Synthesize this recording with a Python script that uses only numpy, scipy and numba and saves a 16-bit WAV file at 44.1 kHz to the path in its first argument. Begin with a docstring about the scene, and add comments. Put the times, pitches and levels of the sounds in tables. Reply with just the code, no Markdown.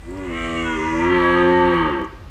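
"""In a walled pen, over a low outdoor rumble, a red deer stag gives one long, deep roar.
His voice is a source and a filter: slow vocal-fold pulses excite the resonances of the throat, which
sink as he stretches his neck and lengthens it. The roar swells, then turns hoarse and drops in pitch.
Air hisses through his mouth, three faint ticks sound, and ground and walls reflect the roar."""
import sys
import numpy as np
from scipy import signal
from scipy.fft import rfft, irfft
from scipy.io import wavfile
from scipy.ndimage import uniform_filter1d
from numba import njit

SR = 44100
rng = np.random.default_rng(int(sys.argv[2]) if len(sys.argv) > 2 else 0)


def wav_record(signal):
    """Record a signal, one row per channel, as 16-bit PCM in the file named by sys.argv[1]."""
    frames = np.transpose(np.atleast_2d(signal))
    bounded = np.clip(frames, -1, 1)
    # unit amplitude maps onto the largest positive 16-bit level
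    quanta = np.round(bounded * 32767).astype(np.int16)
    wavfile.write(sys.argv[1], SR, quanta)


N = 101429
TIME = np.arange(N) / SR


def from_db(db):
    """Amplitude ratio: tenfold for every 20 dB."""
    return 10 ** (np.asarray(db) / 20)


def rms_one(x):
    """Normalisation to unit mean power."""
    return x / np.sqrt(np.mean(x ** 2) + 1e-20)


def in_time(rows):
    """Linear interpolation of each column at every sample."""
    seconds, *columns = np.transpose(rows)
    return [np.interp(TIME, seconds, column) for column in columns]


def cut(x, hz, kind, order=2):
    """Butterworth low- or high-pass filtering."""
    return signal.sosfilt(signal.butter(order, hz, kind, fs=SR, output="sos"), x)


def wander(hz):
    """Slow random fluctuation: low-passed noise of unit rms."""
    return rms_one(cut(rng.standard_normal(N), hz, "low"))


def smoothed(x, seconds):
    """A moving average, taken twice."""
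    size = int(seconds * SR)
    return uniform_filter1d(uniform_filter1d(x, size), size)


def evened(x):
    """Division by the running rms holds the level at 1 over a few pulses."""
    return x / np.sqrt(np.abs(smoothed(x * x, seconds=0.03)) + 1e-14)


def coloured(x, spectrum):
    """Spectral shaping by a curve over log frequency, scaled to unit rms."""
    hz, db = np.transpose(spectrum)
    bin_hz = np.maximum(np.arange(N // 2 + 1) * SR / N, 1)
    gain = from_db(np.interp(np.log(bin_hz), np.log(hz), db))
    return rms_one(irfft(rfft(x) * gain, N))


@njit
def resonate(x, hz, width_hz):
    """A driven, damped oscillator with a moving natural frequency and a peak gain of about 1."""
    out, state, decay = np.zeros(len(x)), 0j, np.exp(-np.pi * width_hz / SR)
    for i in range(len(x)):
        state = state * decay * np.exp(2j * np.pi * hz[i] / SR) + x[i]
        out[i] = 2 * (1 - decay) * state.real
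    return out


# The outdoor noise spectrum. Each row: frequency in Hz, relative spectral density in dB.
RUMBLE_SPECTRUM = [(20, -25), (35, -8), (50, 10), (64, -6.5), (85, 0.5), (120, -9), (200, -16),
                   (400, -25.5), (700, -22.5), (1100, -25.5), (2500, -32), (5000, -39.5), (9000, -51),
                   (15000, -52.5)]

def outdoor_rumble():
    """Ambient noise: a random signal with most of its power at low frequencies."""
    return from_db(-36.5) * coloured(rng.standard_normal(N), RUMBLE_SPECTRUM)


# Faint ticks. Each row: start in seconds, level in dB, centre frequency in Hz.
TICKS = [(.105, -48, 7800), (0.173, -47.5, 5300), (2.045, -48, 6303)]

def ticks(decay_s=0.0064):
    """Transients: bright bursts of narrow-band noise that decay exponentially."""
    out = 0
    for start, db, hz in TICKS:
        band = resonate(rng.standard_normal(N), np.full(N, float(hz)), width_hz=440.0)
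        envelope = (TIME >= start) * np.exp(-np.abs(TIME - start) / decay_s)
        out += from_db(db) * envelope * rms_one(cut(band, 4500, "high"))
    return out


def pen_reverberation(x, t60_s, build_s=0.027):
    """Reverberation: dense reflections between the walls merge into a decaying noise tail."""
    t = np.arange(SR) / SR
    tail = rng.standard_normal(SR) * from_db(-60 * t / t60_s) * np.clip(t / build_s, 0, 1)
    tail /= np.sqrt(np.sum(tail ** 2))
    return cut(signal.fftconvolve(x, tail)[:N], 4100, "low")


# Reflections from ground and walls. Each row: delay in seconds, gain in dB.
REFLECTIONS = [(.0031, -10.5), (.0076, -11.5), (0.0176, -3.5), (.0251, -11)]

def echoed(x):
    """Superposition: the direct sound interferes with its delayed, weaker reflections."""
    return x + sum(from_db(db) * np.interp(TIME - delay, TIME, x, left=0) for delay, db in REFLECTIONS)


# Air in the mouth. 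Each row: time in seconds, level in dB, centre frequency in Hz.
MOUTH_HISS = [(.05, -60, 8400), (.3, -56, 7340), (.45, -49, 7460), (.65, -48.5, 7100), (.85, -48, 6080),
              (1.03, -48.5, 6100), (1.15, -59.5, 6110), (1.6, -62.5, 6440), (2.0, -81, 7160)]

def mouth_hiss(puffs, pulsing=0.61):
    """Turbulence: a high band of noise, partly modulated in amplitude by the puffs of air."""
    db, hz = in_time(MOUTH_HISS)
    noise = (1 - pulsing + pulsing * puffs) * rng.standard_normal(N)
    band = resonate(cut(noise, 5000, "high", order=4), hz, width_hz=1500.0)
    return from_db(db) * rms_one(echoed(cut(band, 8900, "low", order=4)))


# The colour of the rasp. Each row: frequency in Hz, relative gain in dB.
RASP_SPECTRUM = [(2500, 0), (3300, 7.5), (4300, 1), (4900, -13), (6400, -14), (7600, -20.5), (8300, -8.5),
                 (8700, -18), (10500, -22.5), (11800, -18), (12600, -35), (15000, -32)]
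# Its strength. Each row: time in seconds, level in dB relative to the upper resonances.
RASP_LEVEL = [(.2, -22), (.45, -16.5), (1.03, -26.5), (1.17, -17.5), (1.7, -20), (2.05, -26)]

def rasp(pulses, air):
    """Aspiration noise: pulsing air and a trace of the fold clicks reach above the resonances."""
    excitation = from_db(-27) * pulses + air
    return from_db(in_time(RASP_LEVEL)[0]) * evened(echoed(coloured(excitation, RASP_SPECTRUM)))


# The vibration rate of the folds. Each row: time in seconds, frequency in Hz.
FOLD_RATE = [(0.06, 82), (0.12, 91.22), (0.14, 93.64), (0.18, 97), (0.24, 93.44), (0.33, 82.9),
             (0.4, 82.81), (0.65, 82.61), (0.8, 78.38), (1.0, 82.8), (1.12, 90.28), (1.24, 87.42),
             (1.56, 89.21), (1.7, 88.5), (1.8, 83.95), (1.95, 69.33), (2.02, 64.66), (2.1, 62.57)]
# Their hoarseness. Each row: time in seconds, roughness from 0 to 1.
HOARSENESS = [(.05, 0.48), (.28, 0.38), (.38, 0.2), (.68, 0.12), (.78, 0.27), (.9, .15), (1.05, 0.24),
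              (1.25, 0.21), (1.45, 0.11), (1.64, 0.14), (1.74, 0.49), (2.05, 0.7)]

def fold_motion(wobble_cycles=0.038, wobble_hz=25.4):
    """Phase is the integral of frequency; hoarseness adds a random wobble to the count of cycles."""
    pitch, rough = in_time(FOLD_RATE)[0], in_time(HOARSENESS)[0]
    cycles = np.cumsum(pitch) / SR + wobble_cycles * rough ** 2 * wander(wobble_hz)
    return pitch, rough, np.maximum.accumulate(cycles)


def fold_pulses(cycles, rough, scatter, jitter_s, shimmer_db=1.5):
    """Jitter and shimmer: each closure is a click whose time and strength scatter with hoarseness."""
    closures = np.interp(np.arange(1, int(cycles[-1])), cycles, np.arange(N))
    timing, strength = rough[closures.astype(int)] * scatter[:len(closures)].T
    closures = np.clip(closures + jitter_s * SR * timing, 0, N - 2)
    size = from_db(shimmer_db * strength)
    out, whole, fraction = np.zeros(N), closures.astype(int), closures % 1
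    out[whole] += size * (1 - fraction)
    out[whole + 1] += size * fraction
    return rms_one(out)


# The lengthening throat. Each row: time in seconds, stretch (0 short, 1 half stretched, 2 long).
THROAT_STRETCH = [(.1, 1.09), (.27, 0.85), (.36, 0.4), (.55, 0.4), (.7, 0.75), (.87, 0.86), (1.03, 1.21),
                  (1.25, 1.793), (1.45, 1.905), (1.6, 1.87), (2.0, 2.03)]

def by_stretch(values):
    """Interpolation between the short, half stretched and long throat as the neck moves."""
    return np.interp(in_time(THROAT_STRETCH)[0], np.arange(3), values)


def throat(source, formants, skirt_ratio=4.72):
    """Formants: parallel resonances of the throat's air column, most sinking as it lengthens."""
    out = 0
    for row in formants:
        hz, db, width_hz = by_stretch(row[:3]), by_stretch(row[3:6]), float(row[6])
        peak = resonate(source, hz, width_hz)
        out += from_db(db) * resonate(peak, hz, width_hz * skirt_ratio)  # steepens the flanks
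    return out


# The upper throat resonances. Each row: three frequencies in Hz (short, half stretched and long
# throat), three relative gains in dB for the same, bandwidth in Hz.
UPPER_FORMANTS = [(1226, 950, 890, -1.5, -3, 1, 29.4), (1252, 1135, 1130, 1.5, -5, -1, 44.7),
                  (1679, 1425, 1240, -2, -6.5, -3, 16.7), (2114, 1700, 1625, 4.5, -15, -9, 101),
                  (2350, 1990, 1890, -0.5, -5, -9.5, 55), (3090, 2400, 2230, -4.5, -13, -14.5, 48),
                  (3047, 2726, 2800, -0.5, -18.5, -18.5, 70), (3348, 3270, 3050, -13, -21.5, -14, 29)]

def upper_resonances(pulses, air):
    """Impulse response: each fold click rings in the upper formants, along with the noise of air."""
    voiced = throat(pulses + from_db(5.5) * air, UPPER_FORMANTS)
    voiced = cut(voiced, 3610, "low", order=8)
    return evened(echoed(cut(voiced, 842, "high", order=4)))


# The low throat resonances. 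Each row: three frequencies in Hz (short, half stretched and long
# throat), three relative gains in dB for the same, bandwidth in Hz.
GROWL_FORMANTS = [(242, 258, 156, 1, -11, 3, 72), (353, 329, 350, 2.5, -4, 13.5, 31),
                  (575, 570, 650, -12, -14.5, -14.5, 105)]

def growl(pulses, air):
    """Forced vibration: uneven pulses and a little air drive the low formants."""
    voiced = throat(pulses + from_db(-14) * air, GROWL_FORMANTS)
    voiced = cut(voiced, 675, "low", order=4)
    return evened(cut(voiced, 102, "high"))


# The throat's response to the lowest harmonics. Each row: frequency in Hz, then relative gain in dB
# for the short, half stretched and long throat.
DEEP_RESPONSE = [(70.4, -12, -7, -2), (94, -11.5, -8.5, -20), (135, -14, -12, -8), (160, -12.5, -12, -10.5),
                 (240, -3.5, -10, -9.5), (333, -6.5, 0, 0.5), (362.2, -7, 4.5, 0.5), (408.4, -4, -18, -28),
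                 (431, -14, -19.5, -19.5), (521, -3.5, -16, -15), (519.2, -12.5, -24, 2),
                 (602, -5.5, -17, -31.5), (684, 3.5, -38, -24), (780, -19, -29.5, -44)]

def deep_tone(cycles, pitch, flutter_db=1, dispersion_rad=0.8):
    """Fourier synthesis: ten clean harmonics, each weighted by the throat at its frequency."""
    hz, *responses = np.transpose(DEEP_RESPONSE)
    weights, out = [by_stretch(w) for w in np.eye(3)], 0
    for k in range(1, 11):
        db = sum(w * np.interp(k * pitch, hz, response) for w, response in zip(weights, responses))
        amplitude = from_db(db + flutter_db * wander(hz=15))
        out += amplitude * np.cos(2 * np.pi * k * cycles - dispersion_rad * k * k)
    return evened(cut(out, 100, "high"))


# Harmonics that ring out. Each row: time of the peak in seconds, length in seconds, harmonic number,
# level in dB.
RINGING_HARMONICS = [(.4, 0.16, 26, -37.5), (0.424, 0.16, 16, -38.5), (.42, .12, 28, -39),
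                     (0.558, 0.2, 14, -36), (0.606, 0.085, 27, -38), (.6, 0.062, 34, -36),
                     (0.703, .11, 18, -28.5), (0.711, .11, 12, -31.5), (.72, 0.11, 40, -41),
                     (0.806, .09, 5, -30), (0.817, 0.055, 26, -36), (0.879, 0.17, 12, -30),
                     (0.972, 0.075, 7, -34.5), (1.025, .07, 11, -30.5), (1.124, .12, 22, -34),
                     (1.256, 0.11, 13, -29), (1.271, 0.13, 11, -34.5), (1.263, 0.088, 7, -36),
                     (1.35, .26, 19, -27.5), (1.387, 0.089, 14, -25.5), (1.586, 0.12, 21, -33.5),
                     (1.586, 0.11, 34, -40.5), (1.603, 0.14, 10, -24.5), (1.612, 0.068, 13, -31),
                     (1.788, 0.11, 2, -33)]

def ringing(cycles, voice, flutter_db=1.4):
    """Resonant reinforcement: at the listed times single harmonics swell, in phase with the voice."""
    out = 0
    for peak_s, length_s, k, db in RINGING_HARMONICS:
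        carrier = np.exp(2j * np.pi * k * cycles)
        phasor = smoothed(voice / carrier, seconds=0.06)  # demodulation gives the harmonic's phase
        partial = np.sqrt(2) * (carrier * phasor).real / (np.abs(phasor) + 1e-12)
        swell = np.exp(-np.abs(2 * (TIME - peak_s) / length_s) ** 3)
        out += from_db(db + flutter_db * wander(hz=25.4)) * swell * partial
    return out


# The effort of the roar. Each row: time in seconds, level of the low resonances in dB, level of the
# upper resonances in dB.
ROAR_LEVELS = [(0.03,-55,-53), (0.09,-30.5,-49.5), (0.17,-31,-41.5), (0.31,-26.5,-36.5), (0.38,-30,-30.5),
               (0.6,-24.5,-30.5), (0.7,-25.5,-30.5), (0.78,-27,-31), (0.9,-24.5,-27.5), (0.98,-21.5,-29),
               (1.04,-18.5,-23.5), (1.13,-16,-23.5), (1.26,-18.5,-22), (1.42,-15.5,-22), (1.48,-14.5,-25),
               (1.6,-16.5,-25.5), (1.7,-16.5,-22), (1.83,-21.5,-22), (2.02,-24.5,-31.5), (2.15,-45,-41)]

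def stag_roar(jitter_s=0.00024, puff_sharpness=0.63):
    """Source and filter: folds and breath drive the throat, giving a deep tone and a bright rattle."""
    low_gain, high_gain = from_db(in_time(ROAR_LEVELS))
    scatter = rng.standard_normal((400, 2))  # time and strength of each closure, common to all bands
    pitch, rough, cycles = fold_motion()
    pulses = fold_pulses(cycles, rough, scatter, jitter_s)
    steadier_pulses = fold_pulses(cycles, rough, scatter, 0.57 * jitter_s)
    puffs = rms_one(np.exp(puff_sharpness * np.cos(2 * np.pi * cycles)))
    air = rough * puffs * rng.standard_normal(N)
    growl_share = 0.65 * rough
    blend = (1 - growl_share) * deep_tone(cycles, pitch) + growl_share * growl(steadier_pulses, air)
    low = low_gain * evened(blend)
    high = high_gain * upper_resonances(pulses, air)
    rattle = high + high_gain * rasp(pulses, air) + mouth_hiss(puffs)
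    tone = low + ringing(cycles, low + high)
    onset_s, end_s, release_s = 0.01, 2.044, 0.035
    envelope = np.clip(TIME / onset_s, 0, 1) * np.exp(-np.maximum(TIME - end_s, 0) / release_s)
    return envelope * tone, envelope * rattle


def scene():
    """Superposition of the roar, its reverberation, the ticks and the rumble, in one channel."""
    tone, rattle = stag_roar()
    tone_tail = from_db(-14) * pen_reverberation(tone, t60_s=0.85)
    rattle_tail = from_db(-5) * cut(pen_reverberation(rattle, t60_s=0.54), 650, "high")
    return (tone + rattle + tone_tail + rattle_tail + ticks() + outdoor_rumble())[None]


def record(dry):
    """Band limiting: a steep low-pass removes the highest treble."""
    stop_db, stop_hz = 70, 16380
    return signal.sosfilt(signal.cheby2(12, stop_db, stop_hz, fs=SR, output="sos"), dry)


dry = scene()
out = record(dry)
wav_record(out)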